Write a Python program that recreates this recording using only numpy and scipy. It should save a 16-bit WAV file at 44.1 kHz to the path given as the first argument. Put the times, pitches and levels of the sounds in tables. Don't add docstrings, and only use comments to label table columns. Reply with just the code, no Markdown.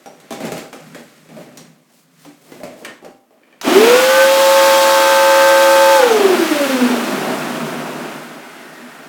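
import sys
import numpy as np
from scipy import signal
from scipy.fft import rfft, irfft, next_fast_len
from scipy.io import wavfile
from scipy.ndimage import uniform_filter1d, map_coordinates

SR = 44100
rng = np.random.default_rng(int(sys.argv[2]) if len(sys.argv) > 2 else 0)


def unload_audio(sound):
    columns = np.transpose(np.atleast_2d(sound))
    steps = np.round(np.clip(columns, -1, 1) * 32767)
    wavfile.write(sys.argv[1], SR, steps.astype(np.int16))


N = 400428

# (frequency [Hz], t60 [s])
ROOM_DECAY = [(150, 0.5), (600, 0.51), (2500, 0.43), (8000, 0.36), (16000, 0.051)]
# (frequency [Hz], relative level [dB])
ROOM_TONE = [(30, -28), (120, -27), (240, 5.5), (350, -4.5), (600, -15), (1100, -9), (2000, -22),
             (5000, -23), (17000, -23)]
HOLLOW_TUB = [(40, -31), (90, -19), (125, -10), (165, -11.5), (250, 4), (300, 2), (345, 2), (400, 0),
              (480, 0), (610, 1), (700, -4), (790, -4.5), (950, -12), (1300, -16), (2500, -72)]
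STIFF_PLASTIC = [(500, -36), (1000, 3.5), (1500, 4.5), (2200, 4.5), (3200, -1.5), (5000, -14.5),
                 (8000, -26), (16000, -47)]
BRIGHT_TICK = [(2000, -14), (4000, 0), (5700, -1.5), (8000, -1.5), (10000, -6.5), (14000, -8), (17000, -16)]
CONTACT_PUSH = [(60, -42), (180, -1), (500, 3), (900, 0), (2000, -2), (3500, -8), (6000, -18), (12000, -42)]
SLEEVE_CLOTH = [(1000, -22), (3000, 1), (6000, 2), (9000, 1), (13000, -3), (17000, -2)]
SWITCH_SNAP = [(300, -7), (900, 0), (2500, -1), (4500, -3), (6300, 4), (7300, -4), (8000, -14), (10000, -8),
               (17000, -18)]
# (frequency [Hz], relative level [dB])
TUB_RUMBLE = [(25, -26), (70, -44), (125, -36), (165, -23), (205, -3), (245, 6), (285, 0), (390, 1),
              (490, -6), (650, 0), (850, -7), (1300, -9.5), (2500, -60.5)]
TUB_BOOM = [(25, -28), (70, -31), (112, -25.5), (136, -10), (156, 6), (182, -5), (260, -3.5), (600, -91)]
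AIR_RUSH = [(150, -35), (300, 1.5), (600, -1.5), (1000, 2), (1500, 3), (2000, 1), (2600, 2), (3300, -1),
            (4500, -15.5), (7000, -26), (12000, -56)]
AIR_HISS = [(2000, -24), (3500, 2), (5300, 0), (6500, -2), (8000, -4), (10000, -7.5), (12500, -8),
            (15000, -7), (17300, -14)]
BRUSH_SCRAPE = [(300, -25.5), (700, -1.5), (1100, -2), (1500, 2.5), (1800, -2.5), (2300, -6), (2900, -9.5),
                (3800, -27), (5000, -30), (9000, -17.5), (15000, -30)]

# (time [s], half length [s], level [dB])
SLEEVE_STROKES = [(.57, .04, -45), (1.41, .04, -53), (1.62, 0.055, -62), (1.977, 0.052, -56),
                  (2.23, .03, -52), (2.515, 0.091, -52), (2.8, 0.026, -51)]
# (time [s], rise [s], tub [dB], scrape [dB], swish [dB], boom [dB])
HOSE_PULLS = [(.01, 0.2, -55, -56, -57.5, -70), (0.276, 0.072, -50, -52, -59, -53),
              (0.46, 0.031, -28, -35.5, -41, -28), (0.574, 0.021, -34, -47, -52, -32),
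              (0.89, 0.091, -52, -50, -53, -43), (1.12, 0.21, -53, -54.5, -55.5, -54),
              (1.414, 0.064, -41, -48, -55, -41.5), (1.61, 0.076, -51, -54, -57, -43.5),
              (1.953, .12, -63, -64.5, -64, -62), (2.246, 0.067, -58, -55.5, -55, -52),
              (2.558, 0.079, -47.5, -52, -55, -51), (2.73, 0.062, -56, -54, -58, -59),
              (2.87, 0.046, -36, -49, -50.5, -52), (3.064, 0.025, -39, -54, -63, -52),
              (3.543, 0.11, -54, -57.5, -69, -71)]
# (tub [dB], scrape [dB], swish [dB], boom [dB])
HOSE_SETTLE = [-20.5, -26, -27.5, -33]
# (time [s], level [dB], mode [Hz])
TUB_BUMPS = [(1.32, -34, 224), (2.254, -34.5, 290), (8.815, -31, 247)]
# (time [s], level [dB], relative thump [dB], relative tick [dB], favoured mode [Hz])
PLASTIC_KNOCKS = [(0.059, -27.5, -2.5, -16, 760), (0.201, -33, -29, -14, 600),
                  (0.307, -15.5, -5, -18.5, 790), (0.324, -15.5, -21, -17.5, 790),
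                  (0.404, -17.5, -8, -22, 600), (0.452, -15, -11, -19, 760), (0.520, -12, -12, -19.5, 450),
                  (0.569, -18, -14, -24, 600), (0.579, -17.5, -30, -16, 300), (0.729, -17.5, -15, -23, 740),
                  (0.947, -18, -14, -23, 620), (1.29, -29, -11, -24, 240), (1.366, -28.5, -2.5, -25, 450),
                  (1.573, -26.5, -17, -8, 744), (1.899, -47, -7, -15, 300), (2.249, -25.5, -14.5, -22, 750),
                  (2.519, -25, -8, -23, 250), (2.602, -31, -3.5, -24, 590), (2.634, -18, -9.5, -22.5, 600),
                  (2.654, -29, -4.5, -24, 600), (3.025, -37, -1, -20, 380), (3.047, -27, -6.5, -19, 790),
                  (3.307, -43.5, -4.5, -27, 600)]
# (time [s], level [dB])
CUFF_PINGS = [(0.060, -38.5), (1.574, -38)]
WAND_TAPS = [(2.848, -17), (3.434, -39.5), (3.527, -35)]
SWITCH_CLICKS = [(3.613, -12)]
# (frequency [Hz], level [dB], t60 [s])
CUFF_MODES = [(5600, 1, 0.074), (5720, -2, 0.073), (5860, -1, .06), (6800, -15, .12)]
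WAND_MODES = [(1610, -2, 0.21), (1640, -1, .18), (1820, 4.5, 0.16), (2000, -10, .14), (2340, 8, 0.077),
              (2440, -2, .16), (3000, -2, 0.097), (4580, -10, .1), (6850, -22, .08)]
TUB_RING = [(245, -3, 0.41), (296, -7, 0.3), (369, -4, 0.18), (475, -2, 0.14), (587, 4.5, 0.1),
            (642, 0.5, 0.16), (740, -4.5, 0.15), (791, -2.5, 0.19)]

# (frequency [Hz], level [dB], t60 [s], polarity [+/-1])
CORNER_MODES = [(240.3, -3.5, .56, 1), (248.1, 3.8, .31, 1), (249.5, -.2, .11, -1), (263.1, -3.3, .15, 1),
                (267.1, -5.6, .34, -1), (315.8, -8.2, .37, -1), (343.8, -7.1, .3, -1), (362, -9, .19, -1),
                (382, -4.6, .13, -1), (422, -17, .06, -1), (498, -11, .22, 1), (521.6, -14.5, .34, 1),
                (536.2, -16.2, .37, 1), (568.2, -5.8, .09, 1)]
HOUSING_MODES = [(1190, 0.5, 0.29, 1), (1451, 5, 0.24, 1), (1527.5, 5.5, 0.41, 1)]
VENT_MODES = [(5300, 2, .007, 1), (6250, 0, .005, 1)]
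SHELL_MODES = [(1500, 9, .035, 1), (1855, 7, .04, 1), (2060, 4, 0.035, 1), (2700, -5, 0.023, 1),
               (3260, -5, .02, 1), (4220, -6, .02, 1)]
# (shaft rate [Hz], width [octaves], rumble [dB], boom [dB])
CRITICAL_SPEEDS = [(378, 0.19, -18.5, -52), (221, 0.13, -21.5, -63), (185, 0.12, -23.5, -32.5),
                   (154.6, 0.28, -25.5, -34)]
# (order [cycles per shaft turn], level [dB])
FAN_TONES = [(3, -41), (6, -33), (7, -39), (8, -43), (10, -41.5), (15, -50)]
# (shaft order [cycles per turn], cage order [cycles per turn], level [dB])
BEARING_LOW = [(1, -1, -15), (2, -3, -22), (2, -2, -14), (1, 1, -23), (3, -4, -21), (2, -1, 0),
               (3, -3, -14), (2, 1, -12), (4, -4, -20)]
BEARING_HIGH = [(3, -2, -3), (3, -1, -16), (4, -3, 0), (5, -5, -15), (4, -2, -17), (6, -7, -16),
                (5, -4, -13), (4, -1, -14), (6, -6, -15), (6, -5, -18), (8, -9, -15), (7, -6, -12)]
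# (time [s], level [dB])
NOISE_SWELL = [(3.6, 1), (4.3, 0), (4.6, 2), (5.2, -0.25), (5.95, -0.5), (6.35, 3.5), (6.7, 6.5), (7.05, 5),
               (7.5, 4), (8.1, 0.9), (8.4, -3.5), (9.08, -3)]
# (time [s], level [dB])
OCTAVE_SWELL = [(3.7, -15), (3.88, 3), (4.14, -18), (4.3, -2), (4.46, 3), (4.8, 4), (4.98, 4.5), (5.1, -7),
                (5.3, -3), (6.25, -3), (6.5, 0), (6.7, 1.5), (7.0, -3)]
BEARING_SWELL = [(3.9, -1), (4.12, 2), (4.24, 2), (4.33, -10), (4.48, -7), (4.6, -1), (4.8, -4), (5.1, 2),
                 (5.3, 1), (5.47, 3.5), (5.75, 1), (5.95, 1.5)]
BLADE_SWELL = [(3.75, -4), (3.9, -14), (4.25, -8), (4.58, 4), (5.02, 4), (5.15, -1), (5.55, -2), (5.72, 2),
               (5.95, 1), (6.12, 0), (6.31, -2.5), (6.39, -18)]

ON_S, OFF_S, FULL_HZ = 3.62, 5.965, 544.6
CAGE_RATIO = .3797
BLADE_ORDER, COMMUTATOR_BARS = 14, 20
TIME, HIT_TIME = np.arange(N) / SR, np.arange(SR // 2) / SR


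def amp(db):
    return 10 ** (np.asarray(db) / 20)


def unit(x):
    return x / np.sqrt(np.mean(x ** 2) + 1e-20)


def along(points, hz):
    f, v = np.transpose(points)
    return np.interp(np.log(hz + 1), np.log(f + 1), v)


def since(s):
    return np.maximum(TIME - s, 0)


def onset(s, rise_s):
    return 1 - np.exp(-since(s) / rise_s)


def swell(points):
    return amp(np.interp(TIME, *np.transpose(points)))


def wobble(rate):
    return map_coordinates(rng.standard_normal(int(N * rate / SR) + 4), [TIME * rate])


def colour(x, spectrum):
    m = 2 * next_fast_len(len(x) // 2 + 4096)
    gain = unit(amp(along(spectrum, np.fft.rfftfreq(m, 1 / SR))))
    cepstrum = irfft(np.log(np.maximum(gain, 1e-6)))
    cepstrum[1:m // 2] *= 2
    cepstrum[m // 2 + 1:] = 0
    return irfft(rfft(x, m) * np.exp(rfft(cepstrum)))[:len(x)]


def noise(spectrum, grain_db, rate):
    return unit(colour(rng.standard_normal(N) * amp(grain_db * 2 * np.tanh(wobble(rate) / 2)), spectrum))


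def burst(spectrum, t60):
    return colour(rng.standard_normal(len(HIT_TIME)) * amp(-60 * HIT_TIME / t60), spectrum)


def struck(modes):
    ring = sum(amp(db - 60 * HIT_TIME / t60) * np.sin(2 * np.pi * (hz * HIT_TIME + rng.random()))
               for hz, db, t60 in modes)
    return ring / np.abs(ring).max()


def resonate(x, modes):
    m = next_fast_len(N + SR)
    f = np.fft.rfftfreq(m, 1 / SR)
    answer = 0
    for hz, db, t60, polarity in modes:
        damping = 1j * f * np.log(1000) / np.pi / t60
        answer += polarity * amp(db) * damping / (hz ** 2 - f ** 2 + damping)
    return irfft(rfft(x, m) * answer, m)[:N]


def add(track, s, sound):
    part = track[round(s * SR):][:len(sound)]
    part += sound[:len(part)]


def room_tone():
    return amp(-61) * unit(colour(rng.standard_normal(N), ROOM_TONE))


def echo(x):
    hz, t, bands = signal.stft(rng.standard_normal(SR // 2), SR, nperseg=256)
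    tail = signal.istft(bands * amp(-60 * t / along(ROOM_DECAY, hz)[:, None]), SR, nperseg=256)[1]
    tail = np.pad(tail, (130, 0))
    return signal.fftconvolve(x, tail / np.linalg.norm(tail))[:len(x)]


def sleeve():
    strokes = sum(amp(db) * np.exp(-.5 * ((TIME - s) / half) ** 2) for s, half, db in SLEEVE_STROKES)
    return strokes * noise(SLEEVE_CLOTH, grain_db=2, rate=200)


def hose(fall_over_rise=1.19, settle_s=.08):
    power = 0
    for s, rise_s, *levels in HOSE_PULLS:
        width_s = np.where(TIME < s, rise_s, rise_s * fall_over_rise)
        pull = 1 / np.cosh(np.minimum(np.abs(TIME - s) / width_s, 20))
        power += np.outer(amp(levels), pull) ** 2
    settling = sum((amp(db) * (TIME > s) * np.exp(-since(s) / settle_s)) ** 2
                   for s, db, *_ in PLASTIC_KNOCKS)
    tub, scrape, swish, boom = np.sqrt(power + np.outer(amp(HOSE_SETTLE) ** 2, settling))
    return (tub * noise(HOLLOW_TUB, grain_db=2, rate=50)
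            + scrape * noise(STIFF_PLASTIC, grain_db=1, rate=120)
            + swish * noise(BRIGHT_TICK, grain_db=1, rate=240)
            + boom * noise(TUB_BOOM, grain_db=1.5, rate=11.9))


def cuff():
    out = np.zeros(N)
    for s, db in CUFF_PINGS:
        ping = amp(db) * struck(CUFF_MODES)
        add(out, s, ping + amp(-1) * echo(ping))
    return out


def bumps(rise_s=.022):
    out, rise = np.zeros(N), HIT_TIME / rise_s
    for s, db, hz in TUB_BUMPS:
        add(out, s, amp(db) * rise * np.exp(1 - rise) * np.sin(2 * np.pi * hz * HIT_TIME))
    return out


def wand():
    out = np.zeros(N)
    hardest_db = max(db for s, db in WAND_TAPS)
    for s, db in WAND_TAPS:
        force = amp(db - hardest_db)
        grip = amp(-350 * (3 - force) * HIT_TIME)
        ring = amp(-1.5) * grip * struck(WAND_MODES)
        crack = amp(-13) * burst(STIFF_PLASTIC, t60=.15)
        tick = amp(-14.5) * burst(BRIGHT_TICK, t60=.061)
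        hit = ring + force * (crack + tick)
        add(out, s, amp(db) * (hit + amp(-4) * echo(hit)))
    return out


def knocks(favour_db=8, favour_octaves=.22, scatter_db=2):
    out = np.zeros(N)
    push = colour(signal.unit_impulse(len(HIT_TIME)), CONTACT_PUSH)
    push /= np.abs(push).max()
    for s, db, thump_db, tick_db, spot_hz in PLASTIC_KNOCKS:
        ring = 0
        for hz, mode_db, t60 in TUB_RING:
            lift_db = favour_db * np.exp(-(np.log2(hz / spot_hz) / favour_octaves) ** 2)
            decay = amp(mode_db + lift_db + rng.normal(0, scatter_db) - 60 * HIT_TIME / t60)
            ring += decay * np.sin(2 * np.pi * hz * HIT_TIME) * rng.choice([-1, 1])
        thump = amp(thump_db) * (amp(-3.5) * burst(HOLLOW_TUB, t60=.097) + amp(-14.5) * ring)
        crack = amp(-16.5) * burst(STIFF_PLASTIC, t60=.043)
        tick = amp(tick_db + 2) * burst(BRIGHT_TICK, t60=.033)
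        hit = amp(db) * (amp(-7.5) * push + thump + crack + tick)
        add(out, s, hit + amp(-.5) * echo(hit))
    return out


def switch():
    out = np.zeros(N)
    for s, db in SWITCH_CLICKS:
        snap = amp(db - 8.5) * burst(SWITCH_SNAP, t60=.039)
        add(out, s, snap + amp(-6) * echo(snap))
    return out


def shaft_speed(kick=.29, rise_s=.155, drag_s=.72, friction_per_s=.012):
    spin_up = 1 - (1 - kick) * np.exp(-since(ON_S) / rise_s)
    coast = 1 / (1 + since(OFF_S) / drag_s) - friction_per_s * since(OFF_S)
    return FULL_HZ * spin_up * coast * (1 + .00043 * wobble(7))


def drive(speed, db, exponent):
    slowing = np.where(TIME > OFF_S, speed / FULL_HZ, 1) ** exponent
    return amp(db) * onset(ON_S, rise_s=.087) * slowing * swell(NOISE_SWELL)


def shaking(speed, attack_s=.047, hold_s=.26, release_s=.13):
    attack = np.minimum(since(ON_S) / attack_s, 1) ** 2
    jolt = np.exp(-since(ON_S + hold_s) / release_s)
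    rumble_power = (amp(-16.5) * jolt) ** 2 + drive(speed, db=-34.5, exponent=.2) ** 2
    boom_power = (amp(-43) * jolt) ** 2 + drive(speed, db=-49.5, exponent=.023) ** 2
    for hz, octaves, rumble_db, boom_db in CRITICAL_SPEEDS:
        near = np.exp(-(np.log2(speed / hz) / octaves) ** 2)
        rumble_power += amp(rumble_db) ** 2 * near
        boom_power += amp(boom_db) ** 2 * near
    rumble = np.sqrt(rumble_power) * noise(TUB_RUMBLE, grain_db=1.4, rate=44)
    boom = np.sqrt(boom_power) * noise(TUB_BOOM, grain_db=1.5, rate=11)
    return attack * (rumble + boom)


def brushes(speed):
    turns = np.cumsum(speed) / SR
    scrape = noise(BRUSH_SCRAPE, grain_db=1.5, rate=70) * (1 + .14 * np.sin(2 * np.pi * turns))
    ticks = unit(colour(np.diff(np.floor(turns), prepend=0), BRUSH_SCRAPE))
    bars = np.sin(2 * np.pi * COMMUTATOR_BARS * turns + 1.3 * wobble(260))
    whirr = amp(-23) * unit(resonate(bars, SHELL_MODES))
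    whirr += amp(-17) * unit(resonate(rng.standard_normal(N), SHELL_MODES))
    pace = speed / FULL_HZ
    slow_running = (1 - pace) * (echo(ticks) + whirr + 2 * echo(whirr))
    return drive(speed, db=-28.5, exponent=.72) * (scrape + amp(-5) * pace * ticks + slow_running)


def airflow(speed, surge_db=6, surge_s=.57):
    surge = amp(surge_db * np.exp(-(since(ON_S) / surge_s) ** 2))
    cut = amp(-5 * onset(OFF_S, rise_s=.1))
    rush = drive(speed, db=-22.5, exponent=1.32) * noise(AIR_RUSH, grain_db=1.4, rate=70)
    hiss = drive(speed, db=-22, exponent=1.204) * noise(AIR_HISS, grain_db=.62, rate=130)
    return surge * rush + cut * hiss


def tone(phase, waver_db):
    wave = np.sqrt(2) * np.sin(phase + 2 * np.pi * rng.random() + .17 * wobble(25))
    return wave * amp(waver_db * wobble(3.56))


def fan(angle, pace):
    tones = sum(amp(db + 2 * wobble(22)) * tone(order * angle, waver_db=1.2) for order, db in FAN_TONES)
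    whistle_gain = amp(-44 + 1.5 * wobble(9)) * swell(BLADE_SWELL) * pace
    whistle = whistle_gain * np.sqrt(2) * np.sin(BLADE_ORDER * angle + .75 * wobble(110))
    return pace ** 6 * tones + whistle + resonate(whistle, VENT_MODES)


def bearing(angle, pace):
    def song(lines):
        return sum(amp(db) * tone((shaft + cage * CAGE_RATIO) * angle, waver_db=2 if db < -10 else .7)
                   for shaft, cage, db in lines)
    lower = amp(-14.5) * onset(ON_S, rise_s=1) * song(BEARING_LOW)
    upper = amp(-23.5) * swell(BEARING_SWELL) * song(BEARING_HIGH)
    return pace ** 6.9 * (lower + upper + resonate(upper, HOUSING_MODES))


def howl(angle, pace, speed, balanced_hz=192, direct_db=-22):
    fundamental = tone(angle, waver_db=.77)
    octave = amp(-7) * swell(OCTAVE_SWELL) * tone(2 * angle, waver_db=1)
    unbalance = pace / (1 + (balanced_hz / speed) ** 11) * (fundamental + octave)
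    return amp(direct_db) * unbalance + resonate(unbalance, CORNER_MODES)


def motor(speed, steep_hz_per_s=600, beat_rate=85):
    angle = 2 * np.pi * np.cumsum(speed) / SR
    pace = speed / FULL_HZ * onset(ON_S, rise_s=.022)
    rotor = howl(angle, pace, speed)
    whine = fan(angle, pace) + bearing(angle, pace)
    off_speed = np.tanh(8 * (1 - speed / FULL_HZ))
    glide_hz_per_s = np.abs(np.gradient(uniform_filter1d(speed, size=2001))) * SR
    depth = .75 * np.sqrt(np.minimum(glide_hz_per_s / steep_hz_per_s, 1)) * off_speed
    beats = (1 + depth * np.tanh(1.5 * wobble(beat_rate))) / np.sqrt(1 + depth ** 2 / 2)
    return beats * (rotor + whine) + off_speed * echo(amp(-10) * rotor + amp(-3) * whine)


def scene():
    still = room_tone()
    handling = knocks() + cuff() + wand() + bumps() + hose() + sleeve() + switch()
    speed = shaft_speed()
    machine = motor(speed) + brushes(speed) + airflow(speed) + shaking(speed)
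    return (still + handling + machine)[None]


def record(dry):
    bass_hz, top_hz = 65, 17450
    rounded = dry / (1 + np.abs(dry) ** 16) ** (1 / 16)
    m = next_fast_len(N + SR // 2)
    hz = np.fft.rfftfreq(m, 1 / SR)
    response = hz / np.hypot(hz, bass_hz) * (hz < top_hz)
    return irfft(rfft(rounded, m) * response, m)[..., :N]


dry = scene()
out = record(dry)
unload_audio(out)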